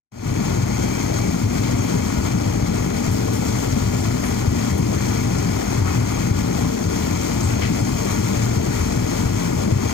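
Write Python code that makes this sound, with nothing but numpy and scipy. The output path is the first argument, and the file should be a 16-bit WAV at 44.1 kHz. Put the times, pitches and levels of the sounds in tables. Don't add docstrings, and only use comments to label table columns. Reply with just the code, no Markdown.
import sys
import numpy as np
from scipy import signal
from scipy.fft import rfft, irfft, next_fast_len
from scipy.io import wavfile
from scipy.ndimage import uniform_filter1d

SR = 44100
rng = np.random.default_rng(int(sys.argv[2]) if len(sys.argv) > 2 else 0)


def waveform_to_disk(signal):
    frames = np.transpose(np.atleast_2d(signal))
    scaled = np.clip(frames, -1, 1) * 32767
    samples = np.round(scaled).astype(np.int16)
    wavfile.write(sys.argv[1], SR, samples)


N = 437913
TIME = np.arange(N) / SR
FFT_SIZE = next_fast_len(N + 16384, real=True)
BIN_HZ = np.maximum(np.arange(FFT_SIZE // 2 + 1) * SR / FFT_SIZE, 1)


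def from_db(db):
    return 10 ** (np.asarray(db) / 20)


def unit_rms(x):
    return x / np.sqrt(np.mean(x ** 2) + 1e-20)


def in_time(rows):
    times, *columns = np.transpose(rows)
    return [np.interp(TIME, times, column) for column in columns]


def in_frequency(rows):
    hz, *columns = np.transpose(rows)
    return [np.interp(np.log(BIN_HZ), np.log(hz), column) for column in columns]


def drift(rate):
    hop, run_in = 40, 2000
    pole = np.exp(-2 * np.pi * rate * hop / SR)
    noise = rng.standard_normal(N // hop + run_in + 2)
    slow = signal.lfilter([1], [1, -2 * pole, pole * pole], noise)[run_in:]
    return np.interp(np.arange(N) / hop, np.arange(len(slow)), unit_rms(slow))


def contacts(per_s, spread_db, t60, colour, spots=10):
    sizes = from_db(spread_db * np.minimum(rng.exponential(1, N), 4)) * rng.choice([-1, 1], N)
    clicks = sizes * (rng.random(N) < per_s / SR)
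    spot, age = rng.integers(0, spots, N), TIME[:2048]
    spectra = rfft(rng.standard_normal((spots, len(age))) * from_db(-60 * age / t60), 2 * len(age))
    rings = irfft(spectra / np.linalg.norm(spectra, axis=0))[:, :len(age)]
    sound = sum(signal.oaconvolve(clicks * (spot == k), rings[k])[:N] for k in range(spots))
    eq = from_db(in_frequency(colour)[0])
    return unit_rms(irfft(rfft(sound, FFT_SIZE) * eq, FFT_SIZE)[:N])


def evened(x, window_s):
    size = int(window_s * SR)
    return x / np.sqrt(uniform_filter1d(uniform_filter1d(x ** 2, size), size) + 1e-9)


def ring(clicks, hz, t60):
    pole, step = from_db(-60 / (t60 * SR)), 2 * np.pi * hz / SR
    return signal.lfilter([np.sin(step)], [1, -2 * pole * np.cos(step), pole * pole], clicks + 1e-18)


# multiple of the stroke rate, relative level in dB.
HUM_HARMONICS = [(1, -35), (2, -34.5), (3, -46), (4, -34.5), (6, -38), (7, -38.5), (8, -37.5), (9, -38),
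                 (10, -43), (11, -49), (14, -46), (15, -61), (16, -49), (17, -49), (18, -52), (19, -49),
                 (21, -52.5), (29, -52)]
# time in seconds, relative level in dB.
NINTH_RIDE = [(0.4, -6), (1.2, -4), (1.45, 0), (1.8, -3.5), (2.5, -1.5), (3.3, 7), (3.8, 0.5), (4.35, 2.5),
              (4.7, -3), (5.2, 3), (5.7, -0.5), (6.25, -1), (6.9, 4.5), (7.25, -1), (7.55, 0), (8.1, 1.5),
              (8.7, 5.5), (9.9, 2)]

def drive_hum(stroke, level_db, waver_db, smear_rad):
    out = np.zeros(N)
    ninth_db, = in_time(NINTH_RIDE)
    for multiple, db in HUM_HARMONICS:
        swell_db = ninth_db - ninth_db.mean() if multiple == 9 else waver_db * drift(3)
        phase = multiple * stroke + smear_rad * drift(4.2) + 2 * np.pi * rng.random()
        out += from_db(db + swell_db) * np.sin(phase)
    return np.sqrt(2) * from_db(level_db) * out


# pitch in Hz, width in Hz, relative level in dB.
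MACHINE_TONES = [(116.3, 1.5, -30.5), (135.3, 2, -35), (172.5, 2.5, -34.5), (246.2, 1.5, -33.5),
                 (261.8, 1, -41.5), (595.5, 1.5, -48), (4892, 22, -50), (6455, 25, -51)]

def machinery(level_db, restless):
    out = np.zeros(N)
    for hz, width, db in MACHINE_TONES:
        phase = 2 * np.pi * np.cumsum(hz + .5 * width * drift(width)) / SR
        out += np.sqrt(2) * from_db(db) * (1 + restless * drift(width)) * np.sin(phase)
    return from_db(level_db) * out


# pitch in Hz, relative level in dB, time to fall 60 dB in seconds.
HANGER_MODES = [(2150, -52, .03), (2325, -48, .07), (2510, -57, .07), (3229, -56, .15), (4330, -54, .02),
                (4524, -55.5, .09), (5280, -55.5, .025), (6390, -48.5, .03), (6480, -47.2, .033)]
# time in seconds, relative level in dB.
HANGER_RIDE = [(.4, -.5), (.8, 4), (1.25, 3), (1.42, -1), (1.65, 4), (2.08, -0.5), (2.48, -2), (3.55, -12),
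               (3.86, -4), (4.3, -6), (4.9, 0), (5.02, 2), (5.6, 1), (5.8, -6), (6.15, 2), (6.33, -4),
               (7.05, -5), (7.18, 1), (7.7, -0.5), (8.1, 2), (8.45, -2), (9.15, -0.5), (9.6, -5), (9.9, 4)]

def hanger_chatter(per_s, spread_db, level_db):
    taps = np.flatnonzero(rng.random(N) < per_s * from_db(1.8 * drift(20)) / SR)
    force = from_db(spread_db * rng.standard_normal(N)[taps])
    out = np.zeros(N)
    for hz, db, t60 in HANGER_MODES:
        clicks = np.zeros(N)
        clicks[taps] = force * rng.standard_normal(N)[taps]
        out += from_db(db) * unit_rms(ring(clicks, hz, t60))
    return from_db(level_db + in_time(HANGER_RIDE)[0]) * out


# multiple of the stroke rate, depth in dB.
TOSS_PULSE = [(1, .75), (2, .95), (3, .75)]
# time in seconds, crunch level in dB, hiss level in dB.
FINES_RIDE = [(0.4, -32, -36), (0.9, -31.5, -34.5), (1.4, -33, -35.5), (1.65, -30.5, -33.5),
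              (2.5, -32, -35.5), (2.9, -32.5, -36), (3.15, -31, -32.5), (3.9, -32.5, -34.5),
              (5.65, -31, -34.5), (5.9, -30.5, -35), (6.22, -31, -34), (6.32, -34, -37.5),
              (6.43, -31.5, -34.5), (7.15, -32, -33.5), (7.65, -29.3, -32.5), (7.9, -31.5, -33),
              (9.9, -31.5, -35)]
# frequency in Hz, gain in dB.
CRUNCH_EQ = [(150, -20), (450, -1), (750, 2), (1050, -1.5), (1420, 1.2), (1650, -2.3), (2100, -3.3),
             (2450, -2.8), (2800, -11.5), (5000, -18), (12000, -38)]
GRIT_EQ = [(1000, -30), (3200, -8), (4400, -5.3), (5700, -3.3), (6500, 0), (6900, -.5), (7400, -5.3),
           (8000, -10), (9000, -14.3), (11000, -16), (11900, -18), (13000, -16.3), (15300, -14.5)]

def crumbs_and_grit(stroke, wander_db):
    crunch_db, hiss_db = in_time(FINES_RIDE) + wander_db
    toss = from_db(sum(db * np.cos(multiple * stroke) for multiple, db in TOSS_PULSE))
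    shower = drift(12)
    crunch = contacts(7000 * toss * from_db(1.1 * shower), spread_db=2.5, t60=0.0099, colour=CRUNCH_EQ)
    grit = contacts(7000 * toss * from_db(1.9 * shower), spread_db=2.0, t60=0.007, colour=GRIT_EQ)
    return (from_db(crunch_db) * evened(crunch, window_s=0.13)
            + from_db(hiss_db) * evened(grit, window_s=0.18))


# centre in seconds, length in seconds, depth in dB.
RUMBLE_DIPS = [(0.953, 0.092, -14), (1.39, 0.063, -12), (1.89, 0.066, -12), (2.116, 0.044, -8),
               (2.53, .04, -8), (3.02, 0.045, -10), (3.652, .07, -7), (4.22, .06, -6), (4.40, .06, -9),
               (4.67, 0.06, -7), (5.63, 0.073, -9), (6.773, 0.14, -14), (7.264, .05, -5), (8.06, 0.081, -3),
               (8.646, 0.042, -7), (9.116, .07, -10), (9.45, 0.1, -8)]

def rumble_dip_db():
    return sum(db * np.exp(-(2 * (TIME - centre) / length) ** 2) for centre, length, db in RUMBLE_DIPS)


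def tumbling_db(clods, stream_db, wander_db):
    rise_s, fade_s, roll_db = 0.015, 0.015, -9
    power = from_db(stream_db + wander_db * drift(5.8)) ** 2
    for start_s, db, _, roll_s in clods:
        start = int(start_s * SR)
        age = TIME[:min(SR // 2, N - start)]
        swell = np.minimum(age / rise_s, 1) * np.exp(-np.maximum(age - roll_s, 0) / fade_s)
        power[start:start + len(age)] += (from_db(db + roll_db) * swell) ** 2
    return 10 * np.log10(power)


# frequency in Hz, gain in dB.
RUMBLE_EQ = [(10, -28), (25, -33), (42, -23), (58, -10.5), (72, -3.5), (85, -0.5), (93, 2), (104, -3),
             (122, -1), (146, -14), (170, -11.5), (250, -25.5), (600, -72)]
KNOCK_EQ = [(50, -44), (110, -14), (165, -3), (230, -1), (290, -4), (350, -7), (430, -10), (700, -16.5),
            (1500, -50), (5000, -75)]

def lump_stream(rumble_db, knock_db):
    rumble = evened(contacts(per_s=1500, spread_db=2.3, t60=0.03, colour=RUMBLE_EQ), window_s=0.071)
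    knocks = evened(contacts(per_s=1500, spread_db=2.5, t60=0.031, colour=KNOCK_EQ), window_s=0.036)
    return from_db(rumble_db) * rumble + from_db(knock_db) * knocks


# start in seconds, relative level in dB, centre pitch in Hz, roll in seconds.
CLOD_LANDINGS = [(.255, -11.5, 135, .02), (0.31, -14.5, 97, 0.047), (.5, -19, 90, 0.037),
                 (.566, -21, 114, .02), (0.626, -18.5, 112, 0.027), (.781, -19.5, 129, .04),
                 (1.19, -22, 116, 0.018), (1.435, -13, 104, 0.039), (1.563, -14, 124.6, 0.037),
                 (1.729, -15, 106, .03), (1.965, -19, 108, .02), (2.149, -14, 86.5, 0.057),
                 (2.337, -19, 116, .02), (2.453, -10.5, 105, 0.028), (2.555, -21, 118, 0.018),
                 (2.622, -13, 128, .022), (2.73, -22, 117, .02), (3.078, -17, 101, 0.049),
                 (3.714, -15, 127, .03), (3.821, -10.5, 116, .03), (3.933, -16, 121, .03),
                 (4.073, -13, 101, 0.08), (4.474, -10, 86, 0.044), (4.717, -16, 99, 0.037),
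                 (4.798, -21, 121, 0.05), (4.954, -12.5, 117, 0.025), (5.056, -16, 116, 0.034),
                 (5.211, -18, 98, 0.045), (5.3, -19, 109, .04), (5.384, -14.5, 97, 0.046),
                 (5.672, -24, 100, .02), (5.775, -13, 103, 0.054), (5.83, -16.5, 88, 0.094),
                 (5.956, -12.5, 115.5, 0.024), (6.019, -18, 116, 0.017), (6.308, -13.5, 101, .03),
                 (6.619, -16, 110, 0.021), (6.843, -20, 102, .03), (7.442, -16, 93.5, .04),
                 (7.497, -14, 106, 0.04), (7.559, -19, 114, .03), (7.608, -19, 107.5, 0.045),
                 (7.817, -19, 105, .03), (7.921, -21, 88, .03), (8.15, -15.5, 93, 0.027),
                 (8.36, -20, 113, .02), (8.418, -17, 111, .03), (8.503, -21, 116, .02),
                 (8.57, -17.5, 89, .03), (8.68, -15.5, 118, 0.022), (8.798, -19, 82, 0.034),
                 (8.968, -20, 112, .02), (9.022, -21, 99, .02), (9.253, -13.5, 107, .025),
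                 (9.352, -18, 107, .02), (9.543, -16.5, 94, 0.043), (9.718, -9, 103, 0.055),
                 (9.841, -19, 117, .03)]
CLOD_BUMPS = [(.405, -20, 207, .02), (.823, -21, 208, .02), (1.281, -19.5, 178, 0.03),
              (1.338, -19, 184, 0.027), (1.726, -20, 278, 0.025), (1.782, -21.5, 228, .02),
              (1.94, -17, 168, 0.023), (2.171, -17.5, 218, 0.041), (2.344, -16, 180, 0.017),
              (2.675, -15.5, 224, 0.031), (2.989, -20.5, 244, 0.023), (3.762, -14.5, 212, 0.023),
              (4.521, -16, 236, 0.049), (4.584, -17.5, 228, 0.019), (4.635, -16.5, 240, 0.018),
              (4.79, -14.5, 163, 0.042), (4.884, -20.5, 212, 0.031), (5.085, -20.5, 182, 0.018),
              (5.307, -19, 180, .02), (5.456, -14, 183, 0.043), (6.635, -15.5, 168, .06),
              (7.698, -16.5, 172, 0.03), (7.876, -25, 228, .02), (8.179, -17, 210, 0.048),
              (8.3, -20, 200, 0.044), (8.953, -18.5, 169, 0.025), (9.614, -18, 224, 0.018),
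              (9.661, -14.5, 209, 0.064), (9.83, -15.5, 248, .03)]

def clod_thumps(clods, rise_s, fade_s, sag, level_db):
    out = np.zeros(N)
    for (start_s, db, hz, _), phase in zip(clods, rng.random(len(clods))):
        start = int(start_s * SR)
        age = TIME[:min(SR // 4, N - start)]
        attack = np.sin(np.pi / 2 * np.minimum(age / rise_s, 1)) ** 2
        push = attack / np.cosh(np.maximum(age - rise_s, 0) / fade_s)
        pitch = hz * (1 + sag * (2 * np.exp(-age / (rise_s + fade_s)) - 1))
        swing = np.sin(2 * np.pi * (np.cumsum(pitch) / SR + phase))
        out[start:start + len(age)] += from_db(db) * push * swing
    return from_db(level_db) * out


# pitch in Hz, relative level in dB, time to fall 60 dB in seconds.
TROUGH_MODES = [(79.7, -2.5, 0.24), (107.5, -2.5, 0.2), (124.4, 2.5, 0.28)]

def trough_boom(level_db, squash_s):
    out = np.zeros(N)
    for start_s, db, *_ in CLOD_LANDINGS:
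        start = int(start_s * SR)
        age = TIME[:min(SR // 2, N - start)]
        push = 1 - np.exp(-age / squash_s)
        for hz, mode_db, t60 in TROUGH_MODES:
            swing = np.sin(2 * np.pi * (hz * age + rng.random()))
            out[start:start + len(age)] += push * from_db(db + mode_db - 60 * age / t60) * swing
    return from_db(level_db) * out


# start in seconds, relative level in dB,
# low and high band edges in Hz, rise and fade in seconds.
WALL_SCRAPES = [(1.625, -29, 1900, 5000, 0.013, .04), (1.710, -40, 4300, 8000, 0.0027, .02),
                (1.779, -31, 5500, 8000, .003, .015), (2.969, -32, 3000, 8000, .002, .008),
                (3.112, -33, 6500, 14500, .004, .035), (3.331, -32, 5500, 14500, .003, .015),
                (3.358, -33, 5500, 14000, .003, .014), (4.004, -27, 4000, 8850, 0.0023, .01),
                (4.230, -28, 900, 2760, 0.0092, 0.055), (4.235, -36, 8900, 12000, 0.017, .035),
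                (4.775, -34.5, 7000, 14000, .005, .02), (5.382, -27, 4000, 7500, .003, 0.015),
                (5.860, -30, 950, 2200, 0.013, 0.036), (6.640, -23, 500, 1400, 0.007, 0.02),
                (7.020, -31, 1600, 4000, .003, .012), (7.404, -24, 5000, 7550, 0.0034, .008),
                (7.425, -29, 7300, 8400, .012, .028), (7.503, -24, 1800, 2800, 0.0034, .006),
                (7.534, -22, 1600, 2700, 0.0026, 0.0046), (7.600, -26, 1100, 4400, .035, 0.05),
                (7.618, -22, 1650, 2550, .004, 0.022), (7.642, -22.5, 1650, 2600, 0.004, .018),
                (7.674, -29, 1700, 2700, .004, .016), (8.065, -26, 550, 1400, 0.0073, 0.017),
                (8.415, -31, 4500, 7500, .003, .012), (8.919, -28, 4000, 7500, .003, .012),
                (9.215, -28, 500, 1400, 0.0087, 0.016)]

def wall_scrapes(level_db, grains_per_s):
    out, age = np.zeros(N), TIME[:SR // 3]
    for start_s, db, low, high, rise, fade in WALL_SCRAPES:
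        grains = rng.choice([-1, 1], len(age)) * (rng.random(len(age)) < grains_per_s / SR)
        band = signal.butter(2, [low, high], "band", fs=SR, output="sos")
        rasp = unit_rms(signal.sosfilt(band, grains))
        pressure = np.minimum(age / rise, 1) * np.exp(-np.maximum(age - rise, 0) / fade)
        start = int(start_s * SR)
        out[start:start + len(age)] += from_db(db) * pressure * rasp
    return from_db(level_db) * out


# start in seconds, strength in dB.
RATTLE_TAPS = [(5.848, -1), (5.866, -1), (5.884, -2), (5.925, -7)]
# pitch in Hz, relative level in dB, time to fall 60 dB in seconds.
CHUTE_MODES = [(750, -37, .1), (1122, -27, .13), (1300, -30, 0.16), (1840, -38, .1)]

def chute_rattle(level_db):
    tap_s, tap_db = np.transpose(RATTLE_TAPS)
    out = np.zeros(N)
    for hz, mode_db, t60 in CHUTE_MODES:
        strike_s = tap_s + rng.random(len(tap_s)) / hz
        clicks = np.zeros(N)
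        clicks[(strike_s * SR).astype(int)] = from_db(tap_db + mode_db)
        out += ring(clicks, hz, t60)
    return from_db(level_db) * out


# frequency in Hz, left port's extra level in dB,
# its phase lead in radians on top of the lag, likeness of the two ports from 0 to 1.
PORT_IMAGE = [(50, 4.7, -.3, .995), (150, 3.4, -.2, .996), (300, 4.7, -.17, .993), (700, 8.7, -.08, .986),
              (1400, 6.9, -.04, .94), (2200, 7.2, -.03, .87), (3000, 6.5, -.05, .74),
              (5000, 7.2, -.08, .83), (6500, 3.1, -.1, .92), (7500, .8, -.12, .85), (9000, 0, -.2, .88),
              (15000, 0, -.3, .88)]

def microphone_ports(sound, lag_s, hall_t60):
    louder_db, lead, alike = in_frequency(PORT_IMAGE)
    age = TIME[:16384]
    hall = rng.standard_normal(len(age)) * from_db(-60 * age / hall_t60)
    scatter = rfft(hall / np.linalg.norm(hall), FFT_SIZE)
    direct = np.exp(-1j * (2 * np.pi * BIN_HZ * lag_s + lead))
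    path = from_db(-louder_db) * (alike * direct + np.sqrt(1 - alike ** 2) * scatter)
    right = irfft(rfft(sound, FFT_SIZE) * path, FFT_SIZE)[:N]
    return np.array([sound, right])


def gain_control(stereo, threshold_db, squeeze, react_s, recover_db_per_s):
    pole = np.exp(-1 / (react_s * SR))
    power = signal.lfilter([1 - pole], [1, -pole], stereo[0] ** 2)
    over_db = np.maximum(10 * np.log10(power + 1e-12) - threshold_db, 0)
    recovery_db = recover_db_per_s * TIME
    held_db = np.maximum.accumulate(over_db + recovery_db) - recovery_db
    return stereo * from_db(-squeeze * held_db)


def scene():
    stroke_hz, drone_dip_share = 49.92, 0.28
    dip_db = rumble_dip_db()
    rumble_db = tumbling_db(CLOD_LANDINGS, stream_db=-26.5, wander_db=0.5) + dip_db
    knock_db = tumbling_db(CLOD_BUMPS, stream_db=-24.5, wander_db=0.6)
    fines_wander_db = 0.9 * drift(5.8)
    stroke = 2 * np.pi * stroke_hz * TIME + 0.036 * drift(.6)
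    hum = drive_hum(stroke, level_db=-1.9, waver_db=2.0, smear_rad=0.42)
    drone = from_db(drone_dip_share * dip_db) * (hum + machinery(level_db=-2.0, restless=0.56))
    chatter = hanger_chatter(per_s=260, spread_db=2.4, level_db=0.16)
    thuds = clod_thumps(CLOD_LANDINGS, rise_s=0.0077, fade_s=0.026, sag=0.14, level_db=-0.9)
    boom = trough_boom(level_db=-8.5, squash_s=0.0029)
    knocks = clod_thumps(CLOD_BUMPS, rise_s=0.0048, fade_s=0.017, sag=0.082, level_db=1.0)
    stream = lump_stream(rumble_db, knock_db) + crumbs_and_grit(stroke, fines_wander_db)
    hard_bits = wall_scrapes(level_db=-4.0, grains_per_s=3000) + chute_rattle(level_db=-1.5)
    mix = drone + chatter + thuds + boom + knocks + stream + hard_bits
    return microphone_ports(mix, lag_s=41 / SR, hall_t60=.6)


# time in seconds, gain in dB.
INPUT_FADE = [(0, -78), (.108, -77), (.12, -21.5), (.15, -14.5), (.21, -8.5), (.245, -5.5), (.27, -3.5),
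              (.34, -0.5), (.42, 2.5)]

def record(dry):
    faded = dry * from_db(in_time(INPUT_FADE)[0])
    sound = gain_control(faded, threshold_db=-19.5, squeeze=0.4, react_s=0.013, recover_db_per_s=92)
    cutoff_hz = 15560
    low_pass = 1 / np.sqrt(1 + (BIN_HZ / cutoff_hz) ** 1000)
    return irfft(rfft(sound, FFT_SIZE) * low_pass, FFT_SIZE)[:, :N]


dry = scene()
out = record(dry)
waveform_to_disk(out)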